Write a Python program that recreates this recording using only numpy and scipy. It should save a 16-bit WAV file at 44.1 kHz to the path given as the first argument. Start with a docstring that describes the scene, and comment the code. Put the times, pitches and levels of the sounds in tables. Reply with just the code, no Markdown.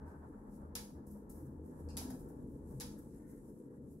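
"""Cat in an exercise wheel

A tiled room, a big plastic wheel a little left of a stereo microphone, far enough off for the walls
to answer. The rim rumbles over its rollers and the drum booms at its resonances as the cat walks.
Footfalls thud, and three sharp double snaps and light claw ticks ring in the room, over a faint
scuffing of paws on the tread."""
import sys
import numpy as np
from scipy import signal
from scipy.fft import rfft, irfft
from scipy.io import wavfile
from scipy.ndimage import uniform_filter1d

SR = 44100
rng = np.random.default_rng(int(sys.argv[2]) if len(sys.argv) > 2 else 0)


def dump(signal):
    """Clip the signal to [-1, 1] and save it as 16-bit WAV at the path in sys.argv[1]."""
    limited = np.clip(np.atleast_2d(signal).T, -1, 1)
    pcm = np.round(limited * 32767).astype(np.int16)
    wavfile.write(sys.argv[1], SR, pcm)


N = 176400

# Levels are relative within each table; colours give only the shape of a spectrum.
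# the tiled room by band: frequency_hz, t60_s, early_db, tail_db
ROOM_BANDS = [(910, 0.38, -6.5, 6), (2200, 0.32, -6, 9), (4550, 0.36, 1.5, 5.5), (13000, 0.41, 5, 4.5)]
# stereo width at the microphone: frequency_hz, side_minus_mid_db
STEREO_WIDTH = [(30, -15.5), (130, -16), (260, -18), (400, -11), (550, -6.5), (900, 1.5), (3000, 1.5),
                (12000, 6)]
# paws brushing the tread: time_s, level_db
SCUFF_LEVEL = [(0, -87), (.28, -85.5), (.42, -84.5), (.6, -83.5), (.7, -90), (1.55, -85.5), (1.75, -78.5),
               (1.9, -78.5), (2.25, -77.5), (2.42, -83), (2.6, -82), (2.75, -76), (3.03, -75.5),
               (3.2, -78.5), (3.33, -75), (3.44, -77), (3.54, -78.5), (3.7, -83.5), (3.85, -82.5), (4, -78)]
# their hiss: frequency_hz, gain_db
SCUFF_COLOUR = [(1500, -4.5), (3500, -17.5), (5000, -10.5), (7500, 1.5), (9500, 2.5), (11800, 3.5),
                (13000, -14.5), (15500, -20.5)]
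# a paw drags: centre_s, half_width_s, level_db, tilt_db_per_octave
PAW_DRAGS = [(.1, 0.057, -78.5, -7), (0.543, 0.067, -74.5, -3.5), (3.13, .06, -78, -9),
             (3.327, 0.11, -75, 1), (3.507, 0.13, -76.5, 0)]
# the rim rubs softly: centre_s, half_width_s, level_db, resonance_hz
RIM_RUBS = [(0.11, 0.39, -70, 1535), (0.635, 0.087, -72, 1387), (1.466, 0.061, -80, 1550),
            (1.752, 0.12, -81, 1690), (2.992, .06, -77.5, 1660), (3.268, 0.21, -78, 1823),
            (3.736, 0.13, -82.5, 1690)]
# spectrum of a rub: multiple_of_resonance, gain_db
RUB_COLOUR = [(.33, -23), (.55, -1), (.7, -11.5), (.79, 0), (.89, -3), (.96, -6.5), (1.001, 7.5),
              (1.04, -8.5), (1.12, -2), (1.27, -21.5), (2.3, -38.5)]
# the rim creaks: start_s, level_db, decay_s
RIM_CREAKS = [(1.885, -50, 0.0051), (1.896, -50, .005), (1.92, -60, .015)]
# spectrum of a creak: frequency_hz, gain_db
CREAK_COLOUR = [(500, -17), (900, 9), (1400, -10), (1700, 2), (2100, -18), (2400, -4), (2700, 4),
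                (3000, -13), (3900, -15), (4300, 4), (4700, 3), (4980, 11.5), (5100, 4), (5250, 4.5),
                (5600, -1), (7300, -3), (7860, -1.5), (9000, -3.5), (11500, -6), (14000, -30)]
# claws touch the tread: start_s, level_db, decay_s
CLAW_TICKS = [(1.062, -55.5, 0.012), (1.09, -56.5, 0.033), (1.165, -70, 0.0055), (1.291, -49, 0.013),
              (1.32, -54, 0.064), (1.44, -69, 0.016), (1.645, -66, .03), (1.793, -66, .003),
              (2.125, -56.5, 0.028), (2.191, -57, 0.0077), (2.283, -60, 0.0073), (2.475, -65.5, 0.047),
              (2.68, -58.5, 0.037), (2.9796, -56, 0.0077), (3.9, -62, 0.023)]
# spectrum of claw ticks and paw drags: frequency_hz, gain_db
CLAW_COLOUR = [(1500, -17.5), (3500, -25), (4500, -13.5), (5500, -6), (7500, -2), (10000, 2.5), (12000, 3),
               (15500, -6.5)]
# the wheel jolts on its rollers: start_s, level_db, decay_s
JOLTS = [(2.012, -47, 0.0046), (2.064, -53, .003), (2.102, -43.5, 0.0015), (2.13, -59, 0.0064),
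         (2.29, -56.5, 0.016)]
# spectrum of a jolt: frequency_hz, gain_db
JOLT_COLOUR = [(150, -4), (270, 4), (450, -0.5), (640, 4.5), (760, 9.5), (870, 7), (1050, -4), (1250, -10),
               (1600, -5), (2600, -30), (5000, -42)]
# paws land heavily: start_s, level_db
FOOTFALLS = [(1.41, -53), (1.625, -50.5), (2.008, -50.5), (2.245, -48), (2.34, -59), (2.435, -50),
             (3.335, -49), (3.49, -48), (3.695, -51)]
# what a footfall rings in the tread: pitch_hz, level_db, t60_s
TREAD_MODES = [(208, -2, 0.17), (277.7, -2, .22), (348.4, -4, 0.14), (424.3, 0, .2), (490, -9, 0.28)]
# the drum booms: centre_s, half_width_s, pitch_hz, level_db
DRUM_BOOMS = [(0.068, 0.11, 79.3, -51.5), (.21, 0.15, 77.6, -52.5), (0.702, 0.19, 77, -56.5),
              (0.968, .07, 78, -53.5), (1.12, 0.091, 78.3, -57.5), (1.45, 0.17, 79.3, -53),
              (0.618, 0.4, 205, -56), (1.11, 0.43, 206.4, -53), (1.477, 0.077, 134, -50),
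              (1.62, 0.098, 80.6, -50.5), (1.87, 0.12, 77.1, -47), (1.98, 0.18, 75.6, -49.5),
              (2.033, 0.093, 255.5, -46.5), (2.117, 0.065, 256.3, -44), (2.08, 0.16, 276.6, -55.5),
              (2.12, 0.051, 129.9, -52), (2.47, 0.069, 246, -53.5), (2.543, 0.094, 137.1, -50),
              (2.654, 0.16, 78.5, -54.5), (2.77, 0.058, 130.6, -44.5), (3.195, 0.33, 221.5, -57),
              (3.687, 0.13, 232, -60.5), (3.556, 0.35, 350.5, -65), (3.861, 0.22, 79, -60)]
# the rim rolling: time_s, level_db
ROLL_LEVEL = [(0, -55.5), (.35, -57), (.8, -56.5), (1.3, -55), (1.5, -53.5), (1.75, -53.5), (2.05, -52),
              (2.25, -53), (2.45, -51), (2.62, -54), (2.8, -53), (2.95, -55), (3.2, -55), (3.45, -55.5),
              (3.7, -55), (4, -55.5)]
# its resonant body: frequency_hz, gain_db
ROLL_COLOUR = [(60, -29.5), (100, -11), (138, -3.5), (158, -0.5), (178, -8.5), (212, 1.5), (230, -6.5),
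               (248, 2), (265, -5.5), (282, -0.5), (370, -9.5), (460, -10), (487, -9), (530, -16.5),
               (700, -32), (1100, -60)]
# the deepest rumble: time_s, level_db
RUMBLE_LEVEL = [(0, -53), (.1, -63.5), (.35, -59), (.52, -60.5), (.68, -57.5), (.9, -60.5), (1.2, -58),
                (1.7, -65), (1.9, -59), (2.1, -54.5), (2.35, -58.5), (2.8, -56), (3.05, -60.5),
                (3.2, -63.5), (3.53, -65), (3.66, -76), (3.9, -65), (4, -70)]
# its spectrum: frequency_hz, gain_db
RUMBLE_COLOUR = [(15, -35.5), (25, -19), (37, 1), (43, -2), (52, -3.5), (61, -1.5), (77, -2), (92, -6.5),
                 (130, -27), (300, -66)]
# the rollers' gritty whirr: time_s, level_db
WHIRR_LEVEL = [(0, -60.5), (.25, -62), (.52, -65.5), (.66, -65.5), (1.05, -68), (1.5, -68), (1.8, -66.5),
               (2.0, -61.5), (2.3, -67.5), (2.5, -72.5), (2.75, -69), (3.2, -73), (3.5, -73), (3.75, -74.5),
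               (4, -75.5)]
# its spectrum: frequency_hz, gain_db
WHIRR_COLOUR = [(350, -7), (605, 1.5), (660, -4), (730, -4.5), (820, -1), (865, 6), (905, -0.5), (950, 4.5),
                (990, -4.5), (1060, -2.5), (1250, -11), (1350, -8.5), (1500, -15), (1700, -12), (2100, -28),
                (3000, -44.5), (6000, -43)]
# hard snaps and their rebounds: start_s, first_db, gap_s, second_db, tilt_db_per_octave, ring_db
DOUBLE_SNAPS = [(0.7525, -34.5, 0.0017, -29.5, -1, 1), (1.9694, -28.5, 0.0032, -32.5, 0.5, .5),
                (2.028, -49, 0.0032, -53, -3.5, -10), (2.1027, -48, 0.0025, -50, 2.5, -8.5),
                (2.8005, -36.5, .0062, -32, -1.5, 0)]
# spectrum of a snap before its tilt: frequency_hz, gain_db
SNAP_COLOUR = [(250, -18), (700, -7), (850, 4.5), (950, 6.5), (1060, -4), (1200, -6.5), (1600, -3.5),
               (2200, -7), (2700, -6.5), (3300, -4.5), (4200, -0.5), (5000, 3), (6500, 1.5), (8200, -2.5),
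               (9700, 0.5), (11100, 5), (12200, -2.5), (13200, -7.5), (15500, -7.5)]
# what a snap rings in the drum: pitch_hz, level_db, t60_s
DRUM_MODES = [(482, -55, 0.91), (840, -62.5, 0.55), (946, -59, .48), (1320, -65, 0.58), (1690, -67, 0.49),
              (1860, -68.5, 0.29), (2506, -69.5, 0.38), (3220, -64, 0.29), (3950, -67, 0.28),
              (4870, -57, 0.22), (5230, -63, .33), (6640, -60.5, 0.43), (6630, -59, 0.35),
              (10660, -52.5, .3)]

ONSET_S = 0.00099  # build-up of the reflections and of the drum's ring


def undb(db):
    return 10 ** (np.asarray(db) / 20)


def unit_rms(x):
    return x / np.sqrt(np.mean(x ** 2))


def curve(rows):
    """Gain over time from (time_s, level_db) points."""
    return undb(np.interp(np.arange(N) / SR, *np.array(rows).T))


def swell(centre, half_width):
    """A smooth rise and fall."""
    return np.cos(np.pi / 2 * np.clip((np.arange(N) / SR - centre) / half_width, -1, 1)) ** 2


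def wander(rate_hz):
    """Smooth random motion with an RMS of 1."""
    hold = int(SR / rate_hz)
    steps = np.repeat(rng.standard_normal(N // hold + 1), hold)
    return unit_rms(uniform_filter1d(uniform_filter1d(steps, hold), hold)[:N])


def over_hz(rows):
    """Values of (frequency_hz, value) points at every frequency bin."""
    hz, value = np.array(rows, float).T
    return np.interp(np.log(np.arange(N // 2 + 1) * SR / N + 1), np.log(hz), value)


def colour(x, rows, tilt=0):
    """Causal filter of unit power gain through (frequency_hz, gain_db) points; tilt in dB per octave."""
    gain = undb(over_hz([(hz, db + tilt * np.log2(hz)) for hz, db in rows]))
    cepstrum = irfft(np.log(unit_rms(gain)), N)
    cepstrum[1:N // 2] *= 2
    cepstrum[N // 2 + 1:] = 0
    return irfft(rfft(x) * np.exp(rfft(cepstrum)), N)


def pan(left_db):
    return undb(np.array([[left_db], [-left_db]]) / 2)


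def spread(mid, side):
    """Left and right at the microphone: alike in the bass, diffuse in the treble."""
    width = undb(over_hz(STEREO_WIDTH))
    mid, side = np.array([rfft(mid), rfft(side) * width]) / np.hypot(1, width)
    return irfft(np.array([mid + side, mid - side]), N)


def linger(power, seconds):
    """Spreads energy over an exponential decay."""
    keep = np.exp(-1 / (seconds * SR))
    return signal.lfilter([1 - keep], [1, -keep], power)


def contacts(rows, rise_share=0.47):
    """Bursts of friction (start_s, level_db, decay_s), each with the energy of 10 ms at its level."""
    out, age = np.zeros(N + SR // 2), np.arange(SR // 2) / SR
    for start, db, decay_s in rows:
        span = age / max(decay_s, 1e-4)
        burst = rng.standard_normal(len(age)) * np.exp(-span) * np.minimum(span / rise_share, 1) ** 2
        i = int(start * SR)
        out[i:i + len(age)] += undb(db) * burst * np.sqrt(SR / 100 / np.sum(burst ** 2))
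    return out[:N]


def ring(blows, modes, rise_s):
    """Blows (start_s, level_db) set modes ringing; each fades at its own rate."""
    out, age = np.zeros(N + SR // 2), np.arange(SR // 2) / SR
    hz, db, t60 = np.array(modes, float).T[:, :, None]
    envelope = undb(db - 60 * age / t60) * (1 - np.exp(-age / rise_s))
    for start, level in blows:
        phase = 2 * np.pi * (hz * age + rng.random(hz.shape))
        i = int(start * SR)
        out[i:i + len(age)] += undb(level) * np.sum(envelope * np.sin(phase), axis=0)
    return out[:N]


def room(x, beam_above_hz=3800, clump_db=4.5, early_fade_s=0.014):
    """Treble beams straight from the drum to the microphone; the tiles add early clumps and a tail."""
    power = linger(x ** 2 + 1e-20, ONSET_S)
    early = unit_rms(undb(clump_db * wander(1500))) ** 2 * linger(power, early_fade_s / 2)
    direct = signal.sosfilt(signal.butter(2, beam_above_hz, "high", fs=SR, output="sos"), x)
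    out = direct * pan(left_db=6)
    noise = rfft(rng.standard_normal((2, N)))
    for hz, t60, early_db, tail_db in ROOM_BANDS:
        band = irfft(noise * over_hz([(row[0], row[0] == hz) for row in ROOM_BANDS]), N)
        tail = linger(power, t60 / np.log(1e6))
        out = out + band * np.sqrt(undb(early_db) ** 2 * early + undb(tail_db) ** 2 * tail)
    return out


def shell(x, spacing_hz=42.03, ripple_db=4):
    """The drum's many close resonances ripple the spectrum of whatever touches it."""
    hz = spacing_hz * np.arange(8, 400)
    peaks = np.clip(rng.standard_normal(len(hz)), -2, 2) * np.minimum(hz / 3500, 1)
    return colour(x, np.column_stack([hz, ripple_db * peaks]))


def scuffing(grain_db=1.5, flicker_db=2):
    """Pads and fur brush the tread in small grains; now and then a paw drags."""
    grains = rng.standard_normal((2, N)) * unit_rms(undb(grain_db * wander(400)))
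    out = colour(grains, SCUFF_COLOUR) * curve(SCUFF_LEVEL)
    for centre, half_width, db, tilt in PAW_DRAGS:
        drag = colour(rng.standard_normal((2, N)), CLAW_COLOUR, tilt)
        out = out + drag * swell(centre, half_width) * undb(db)
    return out * undb(flicker_db * wander(34.87))


def rubbing(grain_db=3.5, gain_db=1.5):
    """The rim catches and slips past its guides, each rub with its own resonance."""
    grains = rng.standard_normal((2, N)) * unit_rms(undb(grain_db * wander(120)))
    out = 0
    for centre, half_width, db, hz in RIM_RUBS:
        tone = [(hz * multiple, gain) for multiple, gain in RUB_COLOUR]
        out = out + colour(grains, tone) * swell(centre, half_width) * undb(db)
    return out * undb(gain_db)


def creaks(gain_db=-18):
    """The rim creaks in short bursts of friction, heard across the room."""
    return undb(gain_db) * colour(room(contacts(RIM_CREAKS)), CREAK_COLOUR)


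def claws(gain_db=-15.5):
    """Claws tick on the tread and the tiles answer brightly."""
    return undb(gain_db) * colour(room(contacts(CLAW_TICKS)), CLAW_COLOUR)


def jolts(through_stand_db=4, gain_db=-13):
    """The wheel jolts dully on its rollers, heard through the room and straight through the stand."""
    knocks = contacts(JOLTS)
    return undb(gain_db) * colour(room(knocks) + undb(through_stand_db) * knocks, JOLT_COLOUR)


def footfalls():
    """Paws land with a soft attack and ring the tread's low modes."""
    return ring(FOOTFALLS, TREAD_MODES, rise_s=0.011)


def booms(waver_hz=1.48, flutter_db=0.5, gain_db=1.5):
    """Resonances of the drum swell and fade as the load shifts."""
    out = 0
    for centre, half_width, hz, db in DRUM_BOOMS:
        phase = 2 * np.pi * np.cumsum(hz + waver_hz * wander(25.19)) / SR
        level = undb(db + gain_db + flutter_db * wander(30))
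        out = out + swell(centre, half_width) * np.sin(phase) * level
    return out


def bumps(per_s=1600, scatter_db=3):
    """Small random bumps of the rim on its rollers."""
    hits = rng.random(N) < per_s / SR
    direction = np.sign(rng.standard_normal(N))
    return unit_rms(hits * direction * undb(scatter_db * rng.standard_normal(N)))


def rolling(body_db=2.5, rumble_db=0.5, whirr_db=0.17, grit_db=2.2):
    """Bumps shake the drum and its stand; the rollers whirr above them."""
    body = unit_rms(colour(spread(bumps(), bumps()), ROLL_COLOUR)) * curve(ROLL_LEVEL)
    rumble = unit_rms(colour(spread(bumps(), bumps()), RUMBLE_COLOUR)) * curve(RUMBLE_LEVEL)
    whirr = unit_rms(colour(spread(*rng.standard_normal((2, N))), WHIRR_COLOUR)) * curve(WHIRR_LEVEL)
    return body * undb(body_db) + rumble * undb(rumble_db) + whirr * undb(whirr_db + grit_db * wander(40.19))


def drum_ring(gain_db=-2.5):
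    """The drum rings on after each snap."""
    blows = [(start, ring_db + gain_db) for start, *_, ring_db in DOUBLE_SNAPS]
    return spread(ring(blows, DRUM_MODES, ONSET_S), ring(blows, DRUM_MODES, ONSET_S))


def snaps(contact_s=1e-4, gain_db=-19):
    """Each snap or rebound is two hard contacts, milliseconds apart, that set the room ringing."""
    out = 0
    for start, first_db, gap, second_db, tilt, _ in DOUBLE_SNAPS:
        pair = contacts([(start, first_db, contact_s), (start + gap, second_db, contact_s)])
        out = out + colour(room(pair), SNAP_COLOUR, tilt)
    return out * undb(gain_db)


def scene():
    """From the microphone: the low sounds of the wheel just left of centre, the treble wide."""
    wheel = (rolling() + booms() + footfalls()) * pan(left_db=1.5)
    return wheel + drum_ring() + rubbing() + shell(snaps() + claws() + creaks() + jolts() + scuffing())


def record(dry, top_hz=15650):
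    """The recorder cuts the highest treble steeply."""
    return signal.sosfilt(signal.ellip(10, .2, 70, top_hz, fs=SR, output="sos"), dry)


dry = scene()
out = record(dry)
dump(out)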